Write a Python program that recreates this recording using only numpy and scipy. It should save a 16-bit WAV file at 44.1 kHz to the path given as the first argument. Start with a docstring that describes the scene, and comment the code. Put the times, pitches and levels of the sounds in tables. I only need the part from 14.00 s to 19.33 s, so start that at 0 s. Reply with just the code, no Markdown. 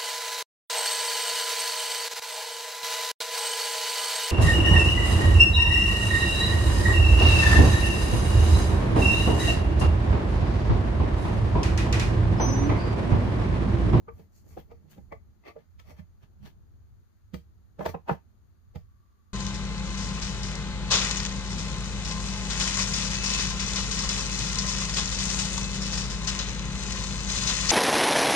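"""A wooden rail is tried between the legs of a small hardwood frame on a padded workbench.
From the start, a two-port microphone lying on the bench picks up a low rumble and a faint hiss.
For 2.5 seconds the rail taps the legs, making rail and frame ring briefly, while fingers and wood rub.
After a pause come the hardest knocks, which thump the bench, at around 4 seconds.
One last knock follows, and a faint whine comes up near the end."""
import sys
import numpy as np
from scipy import signal
from scipy.fft import rfft, irfft
from scipy.io import wavfile
from scipy.ndimage import uniform_filter1d

SR = 44100
rng = np.random.default_rng(int(sys.argv[2]) if len(sys.argv) > 2 else 0)


def store_wav(level_fs):
    """Save 16-bit WAV to argv[1]."""
    pcm = np.round(np.clip(np.atleast_2d(level_fs), -1, 1) * 32767)
    wavfile.write(sys.argv[1], SR, pcm.T.astype(np.int16))


N = 235135

# How much louder the microphone's left port is than its right: pitch_hz, difference_db
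PORT_BALANCE = [(60, -2.5), (130, -6), (195, -11), (270, 1), (450, 1.5), (620, 0), (810, -5), (1200, -1.5),
                (1450, 4.5), (1900, 14.5), (3000, 6), (6000, -1), (9500, -1), (13000, 8), (15500, 10.5)]
LEFT_RIGHT = np.array([[.5], [-.5]])  # shares a difference between the two channels


def amp(db):
    """Turns decibels into a gain."""
    return 10 ** (np.asarray(db) / 20)


def unit(x):
    """Scales a sound to an average (rms) level of 1."""
    return x / np.sqrt(np.mean(x ** 2) + 1e-30)


def read(points, hz):
    """Looks up a table between its rows, on a scale of octaves."""
    pitch_hz, value = np.transpose(points)
    return np.interp(np.log(hz + 1), np.log(pitch_hz + 1), value)


def tint(x, points):
    """Gives a sound the tone colour in a table."""
    hz = np.fft.rfftfreq(x.shape[-1], 1 / SR)
    return irfft(rfft(x) * amp(read(points, hz)), x.shape[-1])


def fade(points):
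    """Turns rows of time_s, level_db into a gain for every sample."""
    return amp(np.interp(np.arange(N) / SR, *np.transpose(points)))


def add(mix, start_s, sound):
    """Mixes a stereo sound in, dropping whatever falls outside the scene."""
    start = round(start_s * SR)
    sound = sound[:, max(-start, 0):]
    part = mix[:, max(start, 0):][:, :sound.shape[1]]
    part += sound[:, :part.shape[1]]


def bench_rumble(deep_db=-1.0, upper_db=2):
    """Shifting weight shakes the bench; sliding palms add a softer, higher rumble."""
    # How each rumble swells and fades: time_s, relative_db
    deep_levels = [(0, -55.5), (0.149, -47.5), (.33, -59.5), (.5, -48.5), (.77, -55), (.9, -71),
                   (1.049, -48), (1.241, -53), (1.381, -59), (1.69, -67.5), (1.76, -51), (2.3, -55.5),
                   (2.96, -50), (3.13, -65.5), (3.25, -55), (4.55, -58), (4.821, -51), (5.15, -62)]
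    upper_levels = [(0.0, -61), (0.28, -68.5), (1.01, -67), (1.16, -68.5), (1.81, -75), (2.45, -67.5),
                    (3.04, -72.5), (3.27, -77), (3.44, -72.5), (3.86, -71), (3.98, -73), (4.17, -70),
                    (4.96, -76.5), (5.33, -74.5)]
    # Tone colour of each rumble: pitch_hz, relative_db
    deep_colour = [(15, -24), (30, -5.5), (52, -4.5), (82, 1.5), (110, -4.5), (150, -19.5), (250, -49.5),
                   (600, -93)]
    upper_colour = [(70, -35.5), (140, -10.5), (195, -0.5), (280, -12.5), (350, -11.5), (500, -21),
                    (900, -22.5), (3000, -84.5)]
    deep = unit(tint(rng.standard_normal((2, N)), deep_colour)) * fade(deep_levels)
    upper = unit(tint(rng.standard_normal((2, N)), upper_colour)) * fade(upper_levels)
    return amp(deep_db) * deep + amp(upper_db) * upper


def hiss(level_db=-77, left_over_right_db=4):
    """Shop air and microphone noise make a steady hiss, unrelated at the two ports."""
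    # Tone colour of the hiss: pitch_hz, relative_db
    colour = [(40, -12), (350, 1.5), (650, -12.5), (1200, 1), (1700, -4), (2500, -11.5), (3600, -12),
              (4400, -9), (5600, -16.5), (6700, -6.5), (7500, -22), (9300, -20.5), (12000, -14),
              (15500, -15.5)]
    noise = unit(tint(rng.standard_normal((2, N)), colour))
    return noise * amp(level_db + left_over_right_db * LEFT_RIGHT)


def knocks(size=16384, lead_s=.05, noise_gain=2.36, noise_above_hz=260, blow_s=0.00043, edge=0.34):
    """Each knock has a soft, blurred attack: a brief noise swells and fades around one main blow."""
    # One knock a row: start_s, strength_db, dull_above_hz, scuff_db, thump_db, rail_share (0-1),
    # rise_s, fall_s, grip (1 = usual), spot_hz, rail_pitch (ratio, higher when wedged)
    hits = [(0.088, -36.5, 940, -96, -52.5, 0.79, 0.0047, 0.003, 1.04, 1190, 1.02),
            (0.197, -52, 453, -72.5, -51.5, 0.58, 0.0098, 0.0088, 1.0, 457, 1),
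            (0.577, -34.5, 400, -67, -49.5, 0.23, 0.004, 0.0016, 1.75, 260, 1.18),
            (0.591, -46, 350, -70, -49.5, 0.1, 0.002, 0.004, 1.7, 275, 0.94),
            (0.717, -44, 690, -69.5, -67, 0.99, 0.0088, 0.006, 1.3, 480, 1.04),
            (0.984, -45, 303, -73.5, -44, 0.05, 0.013, 0.0053, 0.99, 343, 1.3),
            (1.1251, -33.5, 1270, -75, -48, 0.97, 0.0048, 0.006, 1.46, 2050, 0.985),
            (1.567, -41, 425, -81, -58, 0.54, 0.0057, 0.0032, 1.43, 605, 1.01),
            (1.8, -61, 3000, -58.5, -74, 0.64, 0.0054, 0.0027, 1.1, 3200, 1.12),
            (1.916, -51.5, 566, -86, -56.5, 0.3, 0.0087, 0.0026, 1.2, 620, 0.89),
            (1.995, -58, 2125, -71, -40.5, 0.54, 0.0046, 0.0045, 1.2, 131, 0.98),
            (3.344, -42.5, 433, -48.5, -32, 0.46, 0.004, 0.0049, 1.1, 460, 1.03),
            (3.795, -35, 520, -61, -36.5, 0.2, 0.0033, 0.0038, 0.94, 187, 1.26),
            (3.809, -30.5, 730, -67, -50, 0.26, 0.0023, 0.004, 0.9, 630, 1.02),
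            (3.862, -23, 740, -40.5, -38, 0.32, 0.0051, 0.004, 2.16, 620, 1.035),
            (3.9478, -29.5, 690, -71, -36.5, 0.29, 0.0037, 0.003, 1.6, 912, 0.83),
            (4.087, -34.5, 905, -55, -48.5, 0.18, 0.0058, 0.005, 1.4, 807, 0.65),
            (4.097, -22, 900, -53, -42, 0.15, 0.0043, 0.0025, 1.05, 805, 0.98),
            (4.1137, -25.5, 330, -69.5, -24.5, 0.2, 0.0017, 0.003, 1.35, 410, 0.84),
            (4.759, -45, 570, -57.5, -33.5, 0.63, 0.0056, 0.0075, 1.73, 174, 1.03)]
    # Tone colour of a blow: pitch_hz, relative_db
    blow_colour = [(25, -20.5), (70, 15), (115, 6.5), (175, 12), (280, -3.5), (430, -2.5), (600, -2),
                   (900, 2), (1300, 1.5), (2500, 2), (4000, -26), (6500, -34.5), (9000, -45.5),
                   (13500, -43), (15500, -36)]
    out, t = np.zeros((2, N)), np.arange(size) / SR
    since = t - t[round(lead_s * SR)]
    rounded = np.exp(-(since / blow_s) ** 2)
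    blow = rounded / rounded.sum() + edge * (since == 0)
    colour = colour_after_blow(blow_colour, size)
    bass_cut = signal.butter(1, noise_above_hz, "high", fs=SR)
    for (start_s, strength_db, dull_above_hz, scuff_db, thump_db, rail_share,
         rise_s, fall_s, grip, spot_hz, rail_pitch) in hits:
        levels_db = band_levels(strength_db, dull_above_hz, scuff_db, thump_db, rail_share,
                                scuff_db_per_octave=1.43)
        swell = np.exp(np.minimum(since / rise_s, -since / fall_s))
        swell *= wobble(size, depth_db=-1.0, wobble_samples=30)
        noise = rng.standard_normal(size) + rng.standard_normal((2, size))
        noise_burst = signal.lfilter(*bass_cut, unit(swell * noise) / np.sqrt(size))
        attack = rfft(blow + noise_gain * noise_burst) * colour
        wood = wood_ring(t, rail_share, grip, spot_hz, rail_pitch, ring_db=1, spot_db=6)
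        echo = shop_echo(t, high_db=-2, high_fade_s=0.21)
        add(out, start_s - lead_s, set_bands(attack * wood * echo, levels_db))
    return out


def colour_after_blow(points, size):
    """Spectrum of a tone colour that rings only after the blow, never before it."""
    log_gain = np.log(amp(read(points, np.fft.rfftfreq(size, 1 / SR))))
    only_after = 1 + np.sign(np.fft.fftfreq(size))
    return np.exp(rfft(irfft(log_gain) * only_after))


def band_levels(strength_db, dull_above_hz, scuff_db, thump_db, rail_share, scuff_db_per_octave,
                rise_db_per_octave=5, dull_db_per_octave=13):
    """Levels of thump, body, clack, crack and tick: harder contact is brighter; scuffing adds a rasp."""
    # Middles of body, clack, crack and tick: pitch_hz
    middles_hz = [450, 1000, 2400, 8000]
    # What the rail adds to those bands, compared with the frame: gain_db
    rail_gains_db = [0.5, -10, -6.5, 3.5]
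    hz = np.array(middles_hz)
    octaves = np.log2(hz / dull_above_hz)
    push_db = strength_db + np.minimum(rise_db_per_octave * octaves, -dull_db_per_octave * octaves)
    push = amp(push_db + rail_share * np.array(rail_gains_db))
    scuff = amp(scuff_db + scuff_db_per_octave * np.log2(hz / hz[-1]))
    return [thump_db, *20 * np.log10(np.hypot(push, scuff))]


def wobble(size, depth_db, wobble_samples):
    """A gain that wavers quickly at random."""
    return amp(depth_db * unit(uniform_filter1d(rng.standard_normal(size), wobble_samples)))


def wood_ring(t, rail_share, grip, spot_hz, rail_pitch, ring_db, spot_db,
              spot_octaves=0.18, vary_db=1.5, left_delay_s=0.0002865):
    """Spectrum of a dead blow plus the ringing notes of frame and rail; a firmer grip cuts them short."""
    # Notes of the frame on the bench and of the hand-held rail:
    # pitch_hz, relative_db, fade_s (to fall 60 dB at the usual grip), left_lead_rad
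    frame_notes = [(71, 8, 0.26, 1), (159.6, 21.5, 0.15, 0.67), (187, 18, 0.1, -0.66),
                   (275, 8.5, 0.028, 1.5), (343, 7, 0.12, -0.8), (400.5, 5.5, 0.07, 1),
                   (463, 15, 0.09, -0.7), (542.4, 13, 0.05, 1.6), (620, 13.5, 0.061, 3.0),
                   (809.3, 15.5, 0.047, -1.53), (912, 10.5, 0.15, 0), (1053, 8.5, 0.11, 3),
                   (1247, 4, 0.06, 2.05), (1367, -3, 0.1, -1), (1550, 0, 0.15, 0.5), (1748, 8, 0.036, 4.1),
                   (2050, 5.5, 0.06, 0.5), (2304, 4, 0.046, 0.2), (2580, 0, 0.018, 3),
                   (3200, 1.5, 0.02, -0.5)]
    rail_notes = [(85.5, 21.5, 0.43, 0.5), (451, 20, 0.11, 2.0), (600, 17.5, 0.065, 3), (682, 8, 0.11, 2.5),
                  (900, 10.5, 0.025, -1), (1157, 15.5, 0.045, -2), (1890, 3.5, 0.046, -0.1),
                  (2081, 10.5, 0.016, -1), (2240, 8.5, 0.03, -0.7), (2580, 4, 0.023, 0.3),
                  (4370, 4, 0.01, 0.25)]
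    hz = np.fft.rfftfreq(len(t), 1 / SR)
    spectrum = np.exp(-2j * np.pi * hz * np.array([[left_delay_s], [0]]))  # the right port is nearer
    for notes, share, tuning in (frame_notes, 1 - rail_share, 1), (rail_notes, rail_share, rail_pitch):
        for pitch_hz, relative_db, fade_s, left_lead_rad in notes:
            # The touched spot favours notes near spot_hz.
            favour_db = spot_db * np.exp(-(np.log2(pitch_hz / spot_hz) / spot_octaves) ** 2)
            gain = share * amp(relative_db + ring_db + favour_db + vary_db * rng.standard_normal())
            half_width_hz = np.log(1000) / (2 * np.pi * fade_s)
            note = gain / (grip + 1j * (hz - tuning * pitch_hz) / half_width_hz)
            spectrum += np.exp(1j * left_lead_rad * LEFT_RIGHT) * note
    return spectrum * amp(read(PORT_BALANCE, hz) * LEFT_RIGHT)


def shop_echo(t, high_db, high_fade_s, low_db=-7.0, low_fade_s=0.12, split_hz=3000, onset_s=0.0037):
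    """Spectrum of the direct sound plus a short echo; the shop's hard walls keep the treble longest."""
    hz = np.linspace(1, SR / 2, len(t) // 2 + 1)
    treble = 1 / (1 + (split_hz / hz) ** 2)
    build_up = 1 - np.exp(-(t / onset_s) ** 2)
    spectrum = 1
    for band, db, fade_s in (1 - treble, low_db, low_fade_s), (treble, high_db, high_fade_s):
        echo = rng.standard_normal((2, len(t))) * np.exp(-np.log(1000) * t / fade_s) * build_up
        spectrum = spectrum + band * amp(db) * rfft(unit(echo)) / np.sqrt(len(t))
    return spectrum


def set_bands(spectrum, levels_db, window_samples=350):
    """Turns a spectrum into sound, bringing each band's loudest moment to its given level."""
    # Borders between thump, body, clack, crack and tick: pitch_hz
    borders_hz = [280, 700, 1500, 4000]
    hz = np.linspace(0, SR / 2, spectrum.shape[1])
    below = [0] + [1 / (1 + (hz / border) ** 8) for border in borders_hz] + [1]
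    sound = 0
    for low, high, db in zip(below, below[1:], levels_db):
        band = irfft(spectrum * (high - low))
        peak_power = uniform_filter1d((band ** 2).mean(0), window_samples).max()
        sound = sound + amp(db) * band / np.sqrt(peak_power + 1e-30)
    return sound


def finger_slips(size=16384, lead_s=0.16, pivot_hz=9000):
    """Dry fingertips slip over sanded wood: a grainy, high whisper too light to ring the frame."""
    # One slip a row: middle_s, strength_db, half_length_s, brightness_db_per_octave
    slips = [(0.186, -73, 0.048, 6.5), (0.371, -67, 0.029, -3), (0.509, -66, 0.035, 1.5),
             (0.592, -60.5, 0.014, 13), (0.914, -59.5, 0.0098, 3), (0.98, -80, 0.075, -3)]
    # Tone colour of skin on wood: pitch_hz, relative_db
    skin_colour = [(500, -23), (2400, -14.5), (3800, -17), (4450, -0.5), (5200, -8), (6800, 2), (7700, -8),
                   (9000, -12.5), (11500, -7), (14000, -5), (15500, -9)]
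    out, t = np.zeros((2, N)), np.arange(size) / SR
    hz = np.fft.rfftfreq(size, 1 / SR)
    skin_db = read(skin_colour, hz) + read(PORT_BALANCE, hz) * LEFT_RIGHT
    for middle_s, strength_db, half_length_s, brightness in slips:
        swell = np.exp(-.5 * ((t - lead_s) / half_length_s) ** 2)
        pressure = swell * wobble(size, depth_db=1.5, wobble_samples=200)
        colour = amp(skin_db + brightness * np.log2((hz + 1) / pivot_hz))
        whisper = pressure * unit(irfft(rfft(friction(size)) * colour))
        echo = shop_echo(t, high_db=-2.5, high_fade_s=0.27)
        add(out, middle_s - lead_s, amp(strength_db) * irfft(rfft(whisper) * echo))
    return out


def friction(size, spread_db=7):
    """Many tiny slips of uneven strength make a grainy noise."""
    return rng.standard_normal((2, size)) * amp(spread_db * rng.standard_normal(size))


def wood_rubs(size=16384, lead_s=0.14, sharpness=1.33):
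    """The grain catches and lets go as each stroke swells and fades, ringing frame and rail."""
    # One stroke a row: middle_s, strength_db, dull_above_hz, scuff_db, thump_db,
    # rail_share (0-1), half_length_s, grip (1 = usual)
    strokes = [(0.201, -60, 375, -74, -88, 0.55, 0.026, 1.3),
               (0.469, -54, 328, -83.5, -61, 0.14, 0.015, 1.9),
               (0.527, -65, 380, -72, -57, 0.67, 0.023, 1.5),
               (0.594, -60, 1960, -67.5, -68, 0.32, 0.013, 2.5),
               (0.744, -63, 705, -82.5, -50.5, 1, 0.04, 0.91),
               (0.855, -57, 280, -93, -53.5, 0.2, 0.014, 0.88),
               (0.926, -61.5, 3000, -75, -56, 0.23, 0.016, 2.8),
               (1.481, -39, 1690, -80, -59, 0.87, 0.012, 0.99),
               (1.596, -62, 1585, -83, -59, 0.5, 0.019, 1.3), (1.774, -86, 397, -93, -52, 1, 0.06, 0.84),
               (1.899, -66, 1780, -62.5, -56, 0.56, 0.02, 1.2),
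               (1.988, -59.5, 1830, -70.5, -75, 0.33, 0.011, 0.64),
               (2.236, -60.5, 1630, -75, -51, 0.26, 0.01, 2), (2.438, -74, 1500, -81, -44, 0.2, 0.015, 2.0),
               (2.464, -57.5, 2600, -61.5, -53, 0.27, 0.014, 2.6),
               (3.829, -45.5, 597, -60.5, -53, 0.15, 0.014, 1.9),
               (3.893, -45, 500, -51, -35.5, 0.88, 0.0048, 1.4),
               (4.118, -42, 1200, -60.5, -58, 0.2, 0.012, 1.2)]
    # Tone colour of a stroke: pitch_hz, relative_db
    stroke_colour = [(25, 13.5), (80, 20.5), (200, 16.5), (500, -11), (1200, -16.5), (2300, -15),
                     (3900, -19.5), (4400, -14), (5000, -16.5), (5700, -7), (7000, -17.5), (9000, -22.5),
                     (12500, -16), (15000, -18)]
    out, t = np.zeros((2, N)), np.arange(size) / SR
    for (middle_s, strength_db, dull_above_hz, scuff_db, thump_db,
         rail_share, half_length_s, grip) in strokes:
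        levels_db = band_levels(strength_db, dull_above_hz, scuff_db, thump_db, rail_share,
                                scuff_db_per_octave=-1)
        swell = np.exp(-.5 * abs((t - lead_s) / half_length_s) ** sharpness)
        pressure = swell * wobble(size, depth_db=2.0, wobble_samples=130)
        force = rfft(tint(pressure * friction(size), stroke_colour))
        wood = wood_ring(t, rail_share, grip, spot_hz=520, rail_pitch=1, ring_db=4, spot_db=5)
        echo = shop_echo(t, high_db=-2.5, high_fade_s=0.137)
        add(out, middle_s - lead_s, set_bands(force * wood * echo, levels_db))
    return out


def whine(pitch_hz=1152, half_width_hz=37, gain_db=3):
    """A narrow band of noise makes a faint, fuzzy tone that comes up near the end."""
    # How the whine swells: time_s, relative_db
    levels = [(2.2, -100), (4.2, -103.5), (4.751, -86.5), (5.001, -82), (5.33, -82)]
    hz = np.fft.rfftfreq(N, 1 / SR)
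    band = 1 / (1 + ((hz - pitch_hz) / half_width_hz) ** 2)
    tone = irfft(rfft(rng.standard_normal((2, N))) * band, N)
    return unit(tone) * fade(levels) * amp(gain_db)


def scene():
    """Knocks, rubs and fingertips over the quiet shop."""
    return knocks() + wood_rubs() + finger_slips() + bench_rumble() + hiss() + whine()


def record(dry, cutoff_hz=15550):
    """Cuts off the very highest treble."""
    lowpass = signal.firwin(511, cutoff_hz, window=("kaiser", 9), fs=SR)
    return signal.oaconvolve(dry, lowpass[None], "same")


dry = scene()
out = record(dry)
store_wav(out)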